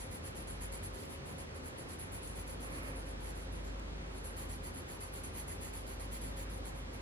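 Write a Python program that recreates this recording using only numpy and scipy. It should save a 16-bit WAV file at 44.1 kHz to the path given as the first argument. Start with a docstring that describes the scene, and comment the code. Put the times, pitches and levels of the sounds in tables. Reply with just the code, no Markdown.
"""A coloured pencil shades paper on a desk, back and forth about eight times a second.
Random clicks, one per caught paper fibre, ring resonances of the lead, shaft and desk; dense echoes ripple them.
A fan adds rush (shaped noise), drones (narrow noise) and hum (sines); a dull whoosh (noise bands) passes once.
A widened stereo microphone hears it: the treble lies more in the side signal than in the middle."""
import sys
import numpy as np
from scipy import signal
from scipy.fft import rfft, irfft, next_fast_len
from scipy.io import wavfile
from scipy.ndimage import uniform_filter1d

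SR = 44100
rng = np.random.default_rng(int(sys.argv[2]) if len(sys.argv) > 2 else 0)


def generate_wav(sig):
    """Save sig (samples, or channels by samples) to the path in sys.argv[1] as 16-bit PCM at SR."""
    pcm = np.round(np.clip(np.atleast_2d(sig).T, -1, 1) * 32767).astype(np.int16)
    wavfile.write(sys.argv[1], SR, pcm)


N = 309141


def gain_of(db):
    """Amplitude ratio of a level in dB."""
    return 10 ** (np.asarray(db) / 20)


def evened(x):
    """Scale to an rms of 1."""
    return x / np.sqrt(np.mean(x ** 2) + 1e-20)


def read(points, hz):
    """Interpolate a (frequency [Hz], value) curve over log frequency."""
    f, value = np.transpose(points)
    return np.interp(np.log(hz + 1), np.log(f + 1), value)


def peak(hz, centre_hz, width_hz):
    """A steep causal resonance that turns white noise of power 1 into a band of power 1."""
    return np.sqrt(2 * SR / (np.pi * width_hz)) / (1 + 2j * (hz - centre_hz) / width_hz) ** 2


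def flutter(depth_db, ms):
    """A random gain that changes within about ms: smoothed noise, in dB."""
    steps = rng.standard_normal(N // 32 + 2)
    window = np.hanning(round(ms * SR / 32000) + 2)
    slow = evened(signal.oaconvolve(steps, window, "same"))
    return gain_of(depth_db * np.interp(np.arange(N) / 32, np.arange(len(slow)), slow))


def fibres():
    """Clicks of random sign and uneven size, one for each fibre that the lead catches."""
    fibres_per_s, spread_db = 7000, 3
    hit, sign = rng.random((2, N))
    size = gain_of(spread_db * np.minimum(rng.exponential(1, N), 5))
    return evened(size * np.sign(sign - 0.5) * (hit < fibres_per_s / SR))


def pressure():
    """Strength of the scraping over time for tip, edge, shaft, desk and facet; stroke powers add."""
    # strokes: (start [s], length [s], pressure [dB], drift along the stroke [dB], lean onto the edge [dB],
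    # firmness into shaft and desk [dB], contact of a worn facet of the lead [dB])
    strokes = [(0.0, 0.069, -51.5, -14, -7, 1, -4), (.112, .059, -52.5, -2, -1, 1.5, -5),
               (.238, .048, -51, 5, -1, 0.5, -7), (.355, 0.074, -52, -9, -5, 1, -10),
               (0.474, 0.096, -53, -16.5, -10, 2, -7), (.613, .043, -48, 0, -2, 3, -7),
               (0.725, .056, -48.5, -10, -3, 1, -5), (0.831, .045, -48.5, -7, -3, 1, -7),
               (.94, .12, -55, -1, 3, 0, -7), (1.096, 0.059, -53.5, 0, -1, -1, -7),
               (1.258, .067, -53, 3, -2, 1, -7), (1.383, 0.036, -51, 6, -4, 3, -7),
               (1.549, .037, -57.5, .6, -3, 3, -7), (1.64, .046, -53.5, 8, 1, 1, -7),
               (1.78, .05, -53.5, -6, -4, -.5, -7), (1.887, 0.054, -51.5, 1, -2, 1, -7),
               (1.995, 0.064, -49.5, -10, -5, -2, -7), (2.123, .054, -49, -2, -6, 1, -5),
               (2.227, .094, -50.5, -4, -7, .5, -7), (2.354, 0.049, -49, 5, -3, .1, -7),
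               (2.473, 0.068, -52, -5, -2, -0.5, -7), (2.608, .062, -49, -1, -1, -0.5, -7),
               (2.704, .083, -52.5, 8, 2, -1.5, -3), (2.827, .079, -51.5, 4, -1, -2, -7),
               (2.952, .069, -54.5, -1, -5, -1, -7), (3.062, 0.048, -53.5, 1, -7, .1, -6),
               (3.204, .1, -55, 9, 2, -0.5, -7), (3.354, 0.093, -57.5, -4, -2, 1.5, -7),
               (3.525, .086, -60, -10, -6, -1, 1.5), (3.646, 0.058, -63, -8, 2, 5, 4),
               (4.073, .04, -77, 5, 2.5, -2, 1.5), (4.124, .064, -59, 14, -2, -3, 2),
               (4.244, .066, -51.5, -7, -6, -1.5, 5), (4.37, 0.081, -52, -4, 6, -1, -1),
               (4.493, 0.068, -51.5, -1, -1, .6, .1), (4.636, .059, -52.5, -7, 4, 0.5, -1),
               (4.743, .069, -53.5, -4, 0, -5, 1.5), (4.882, 0.066, -54, 4, 5, .1, 2),
               (5.007, .073, -50, -10, -4, -.5, .5), (5.136, .068, -52.5, -3, 3, -1, 2),
               (5.237, 0.063, -49, -13, -5.5, -1, 2), (5.34, 0.063, -51, 11, 5, -0.5, 5),
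               (5.481, .078, -51, -9, -1, -0.5, 6), (5.614, 0.072, -52, -2, 4, 2.5, 6),
               (5.735, .084, -51.5, -10, 0, .5, 2), (5.869, .073, -54, -1, 6.5, 1, 3),
               (5.999, .064, -52, -8, 0, -2, 1.5), (6.121, 0.054, -50.5, -3, 7, 0.5, 0),
               (6.216, 0.1, -53, -10, 2, -1, 1), (6.37, .062, -52, -3, 6, 2.5, 4),
               (6.499, .099, -58, -8, -3, 0, 6), (6.654, .051, -54.5, -7, 1, 2.5, 3),
               (6.75, .05, -59.5, 2.1, -11, 1, 11), (6.933, .04, -59, -11, 3, -3, 2)]
    # ringing against the tip: (at usual pressure [dB], per lean [dB/dB], per extra pressure [dB/dB])
    edge_law = (-8.5, 0.7, 0.01)
    shaft_law = (-16.5, 0.24, -0.26)
    desk_law = (-10.5, 0.46, -0.34)
    facet_law = (-8.5, 0.45, 0.01)
    # extra fade along a stroke against the tip: edge, shaft, desk, facet [dB]
    early_db = (1, -0.8, 0.9, 1)
    usual_pressure_db = -53
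    arch_db = 3.5  # the hand is fastest in mid-stroke
    # times for 20 dB; strokes that grow also start more slowly
    rise_base_ms, rise_ms_per_drift_db, fall_ms = 18, 0.7, 38
    edge_loss_per_facet_db, desk_share_of_firmness = 0.35, 0.35

    t, power = np.arange(0, N + 64, 32) / SR, 0
    for start_s, length_s, db, drift_db, lean_db, firm_db, facet_db in strokes:
        along = np.clip((t - start_s) / length_s, 0, 1)
        rise_ms = max(rise_base_ms + rise_ms_per_drift_db * drift_db, 2)
        before_ms = np.maximum(start_s - t, 0) * 1000
        after_ms = np.maximum(t - start_s - length_s, 0) * 1000
        shape_db = db + drift_db * (along - 0.5) - arch_db * (2 * along - 1) ** 2
        shape_db = shape_db - 20 * (before_ms / rise_ms + after_ms / fall_ms)
        shape_db = np.maximum(shape_db, -200)
        parts_db = [usual_db + per_lean * lean_db + per_push * (db - usual_pressure_db)
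                    for usual_db, per_lean, per_push in (edge_law, shaft_law, desk_law, facet_law)]
        contact_db = [-edge_loss_per_facet_db * facet_db, firm_db, desk_share_of_firmness * firm_db, facet_db]
        parts_db = np.add(parts_db, contact_db)
        fade_db = np.outer([0, *early_db], along - 0.5)
        level_db = np.add.outer([0, *parts_db], shape_db) - fade_db
        power = power + gain_of(level_db) ** 2
    return [np.interp(np.arange(N) / SR, t, np.sqrt(p)) for p in power]


def bites():
    """Strength of the bright scratch where the sharp rim of the lead bites, on some strokes only."""
    # (start [s], length [s], level [dB])
    bite_rows = [(0.112, 0.05, -57), (0.605, 0.05, -57), (0.72, 0.025, -60), (0.828, 0.03, -60),
                 (0.94, 0.037, -69), (1.377, 0.027, -67), (2.122, 0.05, -54), (2.36, 0.055, -58),
                 (2.61, 0.047, -59), (3.06, 0.03, -65), (4.24, 0.03, -63), (4.37, 0.058, -63),
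                 (4.635, 0.053, -59), (4.875, 0.055, -65), (5.125, 0.06, -60), (5.239, 0.025, -62),
                 (5.357, 0.06, -64), (5.482, 0.02, -62), (5.61, 0.064, -61), (5.737, 0.022, -63),
                 (5.875, 0.06, -72), (6.0, 0.025, -63), (6.12, 0.055, -59), (6.368, 0.051, -56),
                 (6.653, 0.04, -63)]
    edge_ms = 8  # for 20 dB
    t, level = np.arange(0, N + 64, 32) / SR, 0
    for start_s, length_s, db in bite_rows:
        outside_s = np.maximum(np.maximum(start_s - t, t - start_s - length_s), 0)
        level = level + gain_of(np.maximum(db - 20 * outside_s * 1000 / edge_ms, -200))
    return np.interp(np.arange(N) / SR, t, level)


def pencil():
    """Fibre clicks and a snag ring the modes of lead, shaft and desk; returns middle and side."""
    # modes: (centre [Hz], width [Hz], side [dB], middle [dB], middle phase [rad])
    tip_modes = [(9670, 790, -8, -14, 1.8), (10210, 930, -4, -10.5, 1.44)]
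    edge_modes = [(11580, 950, -5, -12.5, 1.5), (12440, 590, -3, -20, 1.7)]
    shaft_modes = [(6060, 890, -21, -5, 1.9), (6670, 780, -2, -7.5, 2.3), (7200, 300, -3, -3.5, 1.7),
                   (7600, 880, -2, -5, 1.9), (8100, 810, -6, -7.5, 1.3)]
    desk_modes = [(914, 500, -15, -5.5, 3.08), (2064, 1000, -4, -3.5, 3.42), (3170, 640, -13, -10.5, 2.7),
                  (4424, 1220, -8, -5.5, 3.2)]
    facet_modes = [(6700, 520, -11, -38, 2.7), (8800, 700, -13, -21, 1.7), (10950, 900, -2, -11, 1.8),
                   (11700, 700, -8, -14.5, 1.4)]
    rim_modes = [(12500, 630, -6, -17, 1.6), (13300, 980, -13, -12, 1.7), (14000, 700, -10, -7, 1.7),
                 (15200, 1200, -13, -8, 1.5)]
    # share of the middle's power from a separate, scattered copy: tip, edge, shaft, desk, facet, rim [0..1]
    scattered = [0.38, 0.3, 0.63, 0.71, 0.3, .3]
    # waver of each mode: tip, edge, shaft, desk, facet, rim [dB]
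    mode_waver_db = (1.8, 1.7, 2.5, 1.3, 1.9, 1.7)
    # the lead snags while the hand moves on: (time [s], impulse level [dB])
    snag_rows = [(3.796, -42)]
    rim_under_edge_db = -18

    size = next_fast_len(N + 4096)
    hz, clicks = np.fft.rfftfreq(size, 1 / SR), fibres()
    grain = flutter(depth_db=1.2, ms=6.0)  # the grain of the paper shakes the whole pencil
    snags = np.zeros(N)
    for time_s, db in snag_rows:
        snags[round(time_s * SR)] = gain_of(db)

    tip, edge, shaft, desk, facet = pressure()
    rim = bites() + gain_of(rim_under_edge_db) * edge
    part_modes = (tip_modes, edge_modes, shaft_modes, desk_modes, facet_modes, rim_modes)
    drives = (tip, edge, shaft, desk, facet, rim)
    middle, side = 0, 0
    for modes, share, drive, waver_db in zip(part_modes, scattered, drives, mode_waver_db):
        snag = snags * (modes is not desk_modes)  # the snag does not ring the desk
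        for centre_hz, width_hz, side_db, middle_db, phase_rad in modes:
            # each mode's level wavers at random
            push = drive * grain * flutter(depth_db=waver_db, ms=45.0)
            shifts = rng.integers(0, N, size=2)  # two unlike click streams from one
            a, b = (rfft(np.roll(clicks, shift) * push + snag, size) for shift in shifts)
            ring = peak(hz, centre_hz, width_hz)
            side = side + gain_of(side_db) * ring * a
            both = np.sqrt(1 - share) * a + np.sqrt(share) * b
            middle = middle + gain_of(middle_db) * np.exp(1j * phase_rad) * ring * both
    return irfft(np.array([middle, side]), size)[:, :N]


def rippled(x, echo_db, t60_s, turns_per_s):
    """Dense random echoes ripple the colour; two sets trade places at a steady rate."""
    at = np.arange(22, 4400, 22) + rng.integers(0, 22, size=(2, 199))  # one tap each half millisecond
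    taps = np.zeros((2, 4500))
    tap_gains = rng.choice([-1., 1.], size=at.shape) * gain_of(-60 * at / SR / t60_s)
    np.put_along_axis(taps, at, tap_gains, axis=1)
    taps = gain_of(echo_db) * taps / np.linalg.norm(taps[0])
    angle = 2 * np.pi * turns_per_s * np.arange(N) / SR
    first = signal.oaconvolve(x * np.cos(angle), taps[:1], axes=1)
    second = signal.oaconvolve(x * np.sin(angle), taps[1:], axes=1)
    return x + (first + second)[:, :N]


def rush():
    """Air noise in middle and side: random short-time spectra with faint drifting patches."""
    # relative spectra: (frequency [Hz], density [dB])
    middle_curve = [(18, -34), (33, -21), (42, -2), (76, -6), (177, -6), (460, -10.5), (537, -12),
                    (644, -15.5), (1050, -17.5), (4330, -30.5), (5460, -34.5), (7440, -38), (8690, -40.5),
                    (10100, -41), (11800, -45), (14200, -76)]
    side_curve = [(18, -65), (30, -37), (84, -9), (134, -1), (282, 2.5), (472, 2.5), (2270, -5),
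                  (6060, -15), (6710, -18), (8460, -20), (10100, -21), (11800, -30), (13400, -27),
                  (14600, -36), (15700, -42)]
    # (frequency [Hz], likeness of side to middle [-1..1], minus = right)
    likeness = [(100, 0.0), (600, -0.06), (3000, -.1), (9000, 0.024)]
    middle_rms_db, side_rms_db, patch_db = -50.5, -51, 0.67

    frames, hz = N // 512 + 5, np.fft.rfftfreq(2048, 1 / SR)
    a, b, c, d, patches = rng.standard_normal((frames, 1025, 5)).T
    patches = uniform_filter1d(patches, 30, 0)
    patches = evened(uniform_filter1d(patches, 8, 1))
    alike = read(likeness, hz)[:, None]
    middle_noise, other_noise = a + 1j * b, c + 1j * d
    side_noise = alike * middle_noise + np.sqrt(1 - alike ** 2) * other_noise
    colour_db = np.array([read(middle_curve, hz), read(side_curve, hz)])[:, :, None]
    spectra = np.array([middle_noise, side_noise]) * gain_of(colour_db + patch_db * patches)
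    middle, side = signal.istft(spectra, nperseg=2048, noverlap=1536)[1][:, :N]
    return np.array([gain_of(middle_rms_db) * evened(middle), gain_of(side_rms_db) * evened(side)])


def fan():
    """Rush plus drones and hum, which are low, reach both capsules alike and so stay in the middle."""
    # fuzzy tones: (centre [Hz], width [Hz], level [dB])
    drone_rows = [(85.9, 4.3, -62.5), (92.9, 14, -60.5), (387.3, 72, -65), (129.9, 14, -66.5),
                  (144.9, 10.2, -64.5), (238.8, 59, -64.5), (263.4, 22, -64), (306.7, 18, -71.5),
                  (516.8, 26, -66.5), (544.4, 12, -65.5)]
    # wavering low hum: (time [s], level [dB])
    hum_levels = [(0.0, -44), (0.19, -68), (0.28, -56), (0.66, -44.5), (0.96, -52), (1.03, -60),
                  (1.64, -58), (1.9, -65), (2.18, -51), (2.97, -45.5), (3.73, -43.5), (4.4, -48),
                  (4.52, -45), (4.74, -51), (4.84, -67), (4.9, -53.5), (6.5, -43.5), (7.01, -49.5)]
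    # steadier hums: (frequency [Hz], level [dB], waver [dB])
    even_hums = [(76.74, -55.5, 2.0), (97.16, -61.5, 3.0)]
    hum_hz = 48.95

    hz, t = np.fft.rfftfreq(N, 1 / SR), np.arange(N) / SR
    drones = sum(gain_of(db) * peak(hz, centre_hz, width_hz) * rfft(rng.standard_normal(N))
                 for centre_hz, width_hz, db in drone_rows)
    turns = np.cumsum(hum_hz * flutter(depth_db=-0.1, ms=250.0)) / SR  # its pitch strays a little
    hum = gain_of(np.interp(t, *np.transpose(hum_levels))) * np.sin(2 * np.pi * turns)
    steady = sum(gain_of(db) * flutter(depth_db=waver_db, ms=160.0) * np.sin(2 * np.pi * tone_hz * t)
                 for tone_hz, db, waver_db in even_hums)
    low = irfft(drones, N) + np.sqrt(2) * (hum + steady)  # sqrt(2): rms to sine peak
    return rush() + low * np.array([[1], [0]])


def whoosh():
    """Noise in a few broad bands swells and fades; the side partly opposes the middle."""
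    # (time [s], level [dB])
    swell_points = [(2.501, -35), (2.64, -7), (2.72, -2), (2.9, -3), (2.98, -7), (3.15, -36)]
    # (centre [Hz], width [Hz], middle [dB], side [dB])
    bands = [(270, 80, -53.5, -65), (528, 240, -53.5, -62), (1200, 570, -60.5, -55),
             (1750, 300, -66.5, -59), (2280, 540, -64.5, -54)]
    hz, (time_s, db) = np.fft.rfftfreq(N, 1 / SR), np.transpose(swell_points)
    swell = gain_of(np.interp(np.arange(N) / SR, time_s, db, left=-99, right=-99))
    out = 0
    for centre_hz, width_hz, *pair_db in bands:
        a, b = rfft(rng.standard_normal((2, N)) * swell)
        pair = np.array([a, 0.68 * b - 0.71 * a])
        out = out + gain_of(pair_db)[:, None] * peak(hz, centre_hz, width_hz) * pair
    return irfft(out, N)


def scene():
    """Sum the sources as middle and side, then turn them into left and right."""
    shading = rippled(pencil(), echo_db=-6.0, t60_s=0.11, turns_per_s=1.31)
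    middle, side = shading + fan() + whoosh()
    return np.array([middle + side, middle - side])


def record(dry):
    """The deepest bass is cut and the middle is dulled at the top; then the band limit."""
    bass_cut_hz, middle_top_hz, cutoff_hz = 34, 12560, 15760
    dry = signal.sosfilt(signal.butter(N=3, Wn=bass_cut_hz, btype="high", fs=SR, output="sos"), dry)
    middle, side = (dry[0] + dry[1]) / 2, (dry[0] - dry[1]) / 2
    # the middle loses its treble earlier than the side
    middle = signal.oaconvolve(middle, signal.firwin(numtaps=35, cutoff=middle_top_hz, fs=SR), "same")
    pair = np.array([middle + side, middle - side])
    band_limit = signal.firwin(1023, cutoff_hz, window=("kaiser", 9), fs=SR)
    return signal.oaconvolve(pair, band_limit[None], "same")


dry = scene()
out = record(dry)
generate_wav(out)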